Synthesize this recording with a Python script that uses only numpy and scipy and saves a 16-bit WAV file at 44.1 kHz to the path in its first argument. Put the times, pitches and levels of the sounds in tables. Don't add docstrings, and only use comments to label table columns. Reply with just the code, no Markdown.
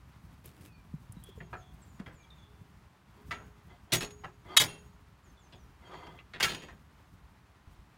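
import sys
import numpy as np
from scipy import signal
from scipy.fft import rfft, irfft
from scipy.io import wavfile
from scipy.ndimage import uniform_filter1d

SR = 44100
rng = np.random.default_rng(int(sys.argv[2]) if len(sys.argv) > 2 else 0)


def store_wav(level_fs):
    pcm = np.round(np.clip(np.atleast_2d(level_fs), -1, 1) * 32767)
    wavfile.write(sys.argv[1], SR, pcm.T.astype(np.int16))


N = 351717

# [t/s, level/dB]
GUST_CURVE = [(0, -56.5), (1.5, -53), (3.05, -59), (3.3, -50), (3.6, -58), (4.7, -58.5), (7.98, -58.5)]
# [f/Hz, relative level per Hz/dB]
WIND_SPECTRUM = [(18, -45), (55, 2), (90, -2.5), (190, -7), (300, -21), (550, -45.5)]
HISS_SPECTRUM = [(150, -36.5), (282, -6.5), (407, -10), (501, -13.5), (1010, -7.5), (1450, -11.5),
                 (16000, -39)]
# [start t/s, loudest t/s, end t/s, level/dB]
COAT_RUBS = [(.44, .46, 0.52, -52), (.52, .66, 0.7, -57), (1.23, 1.295, 1.31, -61.5)]
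# [f/Hz, relative level per Hz/dB]
COAT_SPECTRUM = [(150, -6.5), (300, 6.5), (800, -12.5), (2500, -12), (6000, -17.5), (9500, -17),
                 (15800, -20.5)]
# [t/s, initial level/dB, centre f/Hz]
TICK_EVENTS = [(0.4578, -45.5, 12400), (1.1228, -48.5, 9700), (1.2384, -46.5, 10400)]
# [t/s, duration/s, start f/Hz, end f/Hz, level/dB]
BIRD_NOTES = [(0.669, 0.16, 2630, 2355, -67), (0.721, 0.042, 4450, 4440, -69.5),
              (1.166, 0.053, 3900, 3870, -68), (1.382, 0.09, 7060, 6540, -72),
              (1.567, 0.066, 7130, 6350, -65.5), (1.818, 0.024, 8400, 7350, -62),
              (1.874, 0.12, 7140, 6800, -75), (2.118, 0.14, 8170, 6320, -71.5),
              (2.183, 0.088, 2410, 2320, -65.5), (2.346, 0.088, 7300, 6300, -79),
              (5.23, 0.082, 7470, 6310, -72), (5.395, 0.082, 7600, 6100, -71),
              (5.554, 0.093, 7000, 5670, -72.5)]
# [t/s, duration/s, settled f/Hz, level/dB, initial excess f/Hz, random share of f]
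BIRD_CHIRPS = [(1.228, .11, 3330, -58.5, -2, 0.032), (1.615, 0.11, 3410, -62, 8, 0.024),
               (2.231, 0.023, 3330, -58.5, 500, 0.016), (2.304, 0.036, 3580, -54, 604, 0.01),
               (2.381, .1, 3440, -62.5, 493, 0.016), (2.5, 0.15, 3510, -76.5, -2, 0.014),
               (5.372, 0.041, 3460, -66, 499.5, 0.02)]
# [t/s, level/dB, settled f/Hz]
FOOT_THUDS = [(0.939, -26, 148), (1.096, -34, 104), (1.168, -34, 163), (1.287, -44, 373), (1.376, -43, 413),
              (2, -29, 189), (2.614, -40, 114), (7.674, -38, 75), (7.79, -40.5, 63.6)]
# [t/s, level/dB, spectral peak f/Hz, treble fall/(dB per octave), hold/s, chatter T60/s,
# favoured tube f/Hz, relative tube level/dB, relative frame sway level/dB]
STEEL_KNOCKS = [(1.403, -45, 1980, 30, 0.0013, 0.084, 2680, -17, 4),
                (1.529, -42.5, 1310, 17.5, 0.01, 0.15, 1000, 0, -2.5),
                (1.993, -53, 1440, 12, 0.0097, 0.096, 2020, -29, 7),
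                (2.06, -50.5, 1810, 17, 0.0029, 0.27, 1290, -25, 3),
                (3.308, -36, 1990, 14, 0.0063, 0.19, 1390, -3.5, -9.5),
                (3.336, -61.5, 1620, 19, 0.083, 0.37, 6230, -4.5, 3),
                (3.92, -26.5, 3800, 10, 0.0094, 0.1, 6700, -30.5, -0.5),
                (3.931, -22, 3900, 6.5, 0.0033, 0.16, 7050, -19.5, -7),
                (4.006, -36.5, 2690, 9.5, 0.0044, 0.21, 7500, -24, 1.5),
                (4.236, -43, 1300, 14, 0.016, 0.13, 1803, -23, -3),
                (4.566, -15.5, 2350, 7, 0.013, 0.021, 9300, -48, -47),
                (4.597, -23, 2350, 4.5, 0.0086, 0.2, 9200, -17, -8.5),
                (4.682, -51, 2530, 10, 0.0055, 0.43, 2700, 2.5, 1.5),
                (5.523, -55, 3280, 22, 0.0077, 0.17, 1730, -27.5, 5.5),
                (5.9417, -43.5, 1200, 21.5, 0.0026, 0.045, 3230, -17, -3.5),
                (6.066, -53.5, 1730, 12.5, 0.0076, 0.066, 3230, -24, 7.5),
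                (6.188, -49, 2540, 28, 0.0031, 0.088, 2700, -30, -13),
                (6.334, -43, 2060, 18.5, 0.0084, 0.25, 1600, -21, -3.5),
                (6.399, -34.5, 2000, 9, 0.035, 0.13, 1900, -25, -7.5),
                (6.426, -22, 2850, 10.5, 0.0097, 0.092, 2700, -37, -11),
                (6.444, -28.5, 2120, 6.5, 0.0025, 0.28, 8000, -18.5, -40),
                (6.483, -40.5, 3070, 12, 0.012, 0.43, 4100, -4, 0.5),
                (6.619, -50, 2200, 11, 0.0064, 0.22, 3170, -11, 4),
                (6.684, -51.5, 1660, 14.5, 0.012, 0.17, 1290, -26.5, -1)]
# [t/s, level/dB]
STEEL_BOUNCES = [(3.941, -40), (3.951, -44), (4.028, -32), (4.046, -40), (4.106, -51), (4.612, -23),
                 (6.405, -24), (6.518, -40), (6.547, -37), (6.648, -58)]
# [f/Hz, relative level/dB, T60/s]
TUBE_MODES = [(738, -3, .6), (1205, 2, .12), (1350, -1, .3), (1636, -4, .15), (2010, 1, .13),
              (2719, -4, .45), (3225, -1, .36), (3660, -8, .35), (4180, -1, .27), (4540, -4, .3),
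              (6320, -14, .5), (6697, 4, .58), (6745, 1, .35), (9470, 2, .34), (10400, -3, .34)]
FRAME_MODES = [(120, 0, .3), (161, 0, .4), (366, -4, .3), (685, -3, .15), (415, -14, 1.)]
LATCH_MODES = [(hz, db, .11) for hz, db in [(2985, -5), (3246, -4.0), (3311, -4), (3685, -6), (3767, 0.5),
               (3812, -5.5), (4830, -12.5), (6340, -10.5), (6850, -9.5), (7420, -14.5), (9572, -8.5)]]
# [t/s, level/dB]
FRAME_LEANS = [(2.463, -64), (3.169, -59), (3.318, -55.5)]
# [start t/s, loudest t/s, end t/s, level/dB]
BAR_SLIDES = [(3.14, 3.19, 3.26, -64.5), (3.68, 3.7, 3.78, -60), (3.87, 3.918, 3.925, -58.5),
              (4.45, 4.55, 4.57, -48), (5.82, 5.94, 6.22, -51)]
# [f/Hz, relative level per Hz/dB]
SLIDE_SPECTRUM = [(120, -31.5), (300, -8), (1200, -11), (15000, -51.5)]
# [f/Hz, relative level/dB]
BAR_MODES = [(366, -1), (711, -0.5), (969, -0.5), (1220, -1.5), (2050, -3.5), (3220, -7), (3430, -12),
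             (4530, -15.5), (6750, -22)]
# [t/s, level/dB]
LATCH_IMPACTS = [(4.57, -13.5), (4.605, -23.5)]

HISS_DB = -65.5
SLIDE_SWELL_DB, RUB_SWELL_DB = 14, 14
WAVER = 0.0061
CHIRP_DROP_S, CHIRP_FADE_DB = 0.0018, 5.5
BREAK_DB = 3.5
THUD_T60_S = 0.066
RISE_S, LOOSE_T60_S, RISE_PER_T60 = 0.00098, 0.63, 0.042
BOUNCE_T60_S = 0.06
PLACE_DB = 19
TWIN_HZ, TWIN_DB = 26, -4
TUBE_RISE_SHARE = 0.034
BAR_T60_S, BAR_DB, BAR_CATCH_DB = 0.12, 5.5, 3.5
EDGE_HZ = 15900


def gain_of(db):
    return 10 ** (np.asarray(db) / 20)


def evened(x):
    return x / np.sqrt(np.mean(x ** 2) + 1e-20)


def add(mix, s, sound):
    part = mix[round(s * SR):][:len(sound)]
    part += sound[:len(part)]


def coloured(x, points):
    f, db = np.transpose(points)
    hz = np.fft.rfftfreq(len(x), 1 / SR)
    weight = gain_of(np.interp(np.log(hz + 1), np.log(f + 1), db))
    return evened(irfft(rfft(x) * weight, len(x)))


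def played(rows):
    s, db = np.transpose(rows)
    return gain_of(np.interp(np.arange(N) / SR, s, db, -120, -120))


def strokes(rows, swell_db):
    return sum(
        played([(start, db - swell_db), (top, db), (end, db - swell_db)])
        for start, top, end, db in rows
    )


def lumps(hz):
    lowpass = signal.butter(2, hz, fs=SR, output="sos")
    return evened(signal.sosfilt(lowpass, rng.standard_normal(N)))


def ring(modes, t, weight_db, turns, rise):
    hz, db, t60 = np.array(modes).T[:, :, None]
    waves = np.sin(2 * np.pi * (hz * t + turns[:len(modes), None]))
    decay = gain_of(db + weight_db[:len(modes), None] - 60 * t / t60)
    return (1 - np.exp(-t / rise)) * (decay * waves).sum(0)


def air():
    wind = coloured(rng.standard_normal(N), WIND_SPECTRUM)
    wind = evened(wind * gain_of(3 * lumps(12)))
    hiss = coloured(rng.standard_normal(N), HISS_SPECTRUM) * gain_of(0.9 * lumps(8))
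    return wind * played(GUST_CURVE) + hiss * gain_of(HISS_DB)


def coat():
    level = strokes(COAT_RUBS, RUB_SWELL_DB)
    return coloured(rng.standard_normal(N), COAT_SPECTRUM) * gain_of(3.8 * lumps(150)) * level


def ticks():
    out, t = np.zeros(N), np.arange(1024) / SR
    noises = rng.standard_normal((len(TICK_EVENTS), len(t)))
    for (s, db, hz), noise in zip(TICK_EVENTS, noises):
        band = coloured(noise, [(hz / 2, -22), (hz, 0), (hz * 2, -30)])
        add(out, s, gain_of(db - 60 * t / 0.026) * band)
    return out


def birds():
    out = np.zeros(N)
    dice = rng.standard_normal((len(BIRD_NOTES) + len(BIRD_CHIRPS), SR // 4))
    flutter = evened(uniform_filter1d(dice, 150, axis=1))
    for (s, length, start_hz, end_hz, db), z in zip(BIRD_NOTES, flutter):
        u = np.linspace(0, 1, round(length * SR))
        glide_hz = end_hz + (start_hz - end_hz) * (1 - u) ** 2
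        hz = glide_hz * (1 + WAVER * z[:len(u)])
        shape = gain_of(db) * np.sin(np.pi * u) ** 0.14
        add(out, s, shape * np.sin(2 * np.pi * np.cumsum(hz) / SR))
    for (s, length, pitch_hz, db, drop_hz, husky), z in zip(BIRD_CHIRPS, flutter[len(BIRD_NOTES):]):
        u = np.linspace(0, 1, round(length * SR))
        glide_hz = pitch_hz + drop_hz * np.exp(-u * length / CHIRP_DROP_S)
        hz = glide_hz * (1 + husky * z[:len(u)])
        shape = gain_of(db - CHIRP_FADE_DB * u) * np.sin(np.pi * u) ** 0.13
        add(out, s, shape * np.sin(2 * np.pi * np.cumsum(hz) / SR))
    out *= evened(gain_of(BREAK_DB * lumps(40)))
    t = np.arange(SR // 4) / SR
    echoes = rng.standard_normal(len(t)) * gain_of(-60 * t / 0.72)
    echoes /= np.linalg.norm(echoes)
    return out + gain_of(-7) * signal.oaconvolve(out, echoes)[:N]


def thuds():
    out, t = np.zeros(N), np.arange(SR // 4) / SR
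    for s, db, hz in FOOT_THUDS:
        sag = 0.0013 * (1 - np.exp(-t / 0.0042))
        swing = np.sin(2 * np.pi * hz * (t + sag))
        add(out, s, gain_of(db - 60 * t / THUD_T60_S) * (1 - np.exp(-t / 0.0019)) * swing)
    return out


def blow_envelope(t, s, end, db, since_hold, t60, rise):
    shape = (1 - np.exp(-t / rise)) ** 2 * gain_of(-60 * since_hold / t60)
    treble_age = since_hold
    for at, bounce_db in STEEL_BOUNCES:
        if s < at < end:
            since = np.maximum(t - at + s, 0)
            again = (1 - np.exp(-since / RISE_S)) * gain_of(bounce_db - db - 60 * since / BOUNCE_T60_S)
            shape = np.hypot(shape, again)
            treble_age = np.minimum(treble_age, np.where(since > 0, since, 1))
    return shape, treble_age


def steel_chatter(noise, dice, top, fall_db, t60, treble_age):
    grit = evened(gain_of(1.9 * evened(signal.oaconvolve(dice, np.hanning(150), "same"))))
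    ragged = gain_of(5 * evened(signal.oaconvolve(dice, np.hanning(80), "same")))
    panel = irfft(rfft(noise) * ragged[-(len(noise) // 2 + 1):], len(noise))
    below = [(top / 32, -55), (top / 2, -0.6 * fall_db)]
    chatter = coloured(panel, below + [(top, 0), (top * 32, -5 * fall_db)])
    body = signal.oaconvolve(chatter, np.hanning(13) / 6, "same")
    treble = (chatter - body) * gain_of(-25 * treble_age / t60)
    return (body + treble), grit


def tube_ring(t, dice, place_hz, rise):
    tube_hz = np.array(TUBE_MODES)[:, 0]
    favour_db = -PLACE_DB * abs(np.log2(tube_hz / place_hz)) + 1.5 * dice[:len(TUBE_MODES)]
    detuning = dice[60:60 + len(TUBE_MODES), None] * [TWIN_HZ, 0, 0]
    tubes = ring(TUBE_MODES, t, favour_db, dice[20:], rise)
    twins = ring(np.array(TUBE_MODES) + detuning, t, favour_db, dice[80:], rise)
    return tubes + gain_of(TWIN_DB) * twins


def frame_sway(t, noise, dice, since_hold, t60):
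    rumble = coloured(noise, [(40, -5.5), (150, -2.5), (400, -5), (900, -11.5), (9000, -64)])
    rumble *= (1 - np.exp(-t / 0.02)) * gain_of(-60 * since_hold / (t60 + 0.032))
    frame = ring(FRAME_MODES, t, 2 * dice[40:], dice[50:], 0.01)
    return rumble + gain_of(-6.5) * frame


def knocks():
    out, t = np.zeros(N), np.arange(SR * 3 // 4) / SR
    ends = [row[0] for row in STEEL_KNOCKS[1:]] + [N / SR]
    draws = rng.standard_normal((len(STEEL_KNOCKS), 2, len(t)))
    for row, end, (noise, dice) in zip(STEEL_KNOCKS, ends, draws):
        s, db, top, fall_db, hold, t60, place_hz, tube_db, sway_db = row
        rise = RISE_S + RISE_PER_T60 * max(t60 - LOOSE_T60_S, 0)
        since_hold = np.maximum(t - hold, 0)
        shape, treble_age = blow_envelope(t, s, end, db, since_hold, t60, rise)
        chatter, grit = steel_chatter(noise, dice, top, fall_db, t60, treble_age)
        tubes = gain_of(tube_db) * tube_ring(t, dice, place_hz, rise + TUBE_RISE_SHARE * hold)
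        sway = gain_of(sway_db) * frame_sway(t, noise, dice, since_hold, t60)
        add(out, s, gain_of(db) * (chatter * shape * grit + tubes + sway))
    return out


def leans():
    out, t = np.zeros(N), np.arange(SR) / SR
    own_level_undone_db = -np.array(FRAME_MODES)[-1:, 1]
    for (s, db), turns in zip(FRAME_LEANS, rng.random((len(FRAME_LEANS), 2))):
        add(out, s, gain_of(db) * ring(FRAME_MODES[-1:], t, own_level_undone_db, turns, 0.011))
    return out


def slides():
    level, t = strokes(BAR_SLIDES, SLIDE_SWELL_DB), np.arange(SR // 8) / SR
    friction = coloured(rng.standard_normal(N), SLIDE_SPECTRUM)
    out = level * friction * evened(gain_of(1.6 * lumps(60)))
    for hz, db in BAR_MODES:
        mode = gain_of(-60 * t / BAR_T60_S) * np.sin(2 * np.pi * hz * t)
        mode /= np.linalg.norm(mode)
        catch = rng.standard_normal(N) * evened(gain_of(BAR_CATCH_DB * lumps(15)))
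        song = signal.oaconvolve(level * catch, mode)[:N]
        out += gain_of(BAR_DB + db) * song / len(BAR_MODES) ** 0.5
    return out


def latch():
    out, t = np.zeros(N), np.arange(SR // 4) / SR
    draws = rng.standard_normal((len(LATCH_IMPACTS), 40))
    for (s, db), dice in zip(LATCH_IMPACTS, draws):
        add(out, s, gain_of(db) * ring(LATCH_MODES, t, dice, dice[20:], 0.002))
    return out


def scene():
    steel = knocks() + latch() + leans() + slides()
    return (steel + thuds() + ticks() + coat() + birds() + air())[None]


def record(dry):
    lowpass = signal.firwin(511, EDGE_HZ, window=("kaiser", 9), fs=SR)
    return signal.oaconvolve(dry, lowpass[None], "same")


dry = scene()
out = record(dry)
store_wav(out)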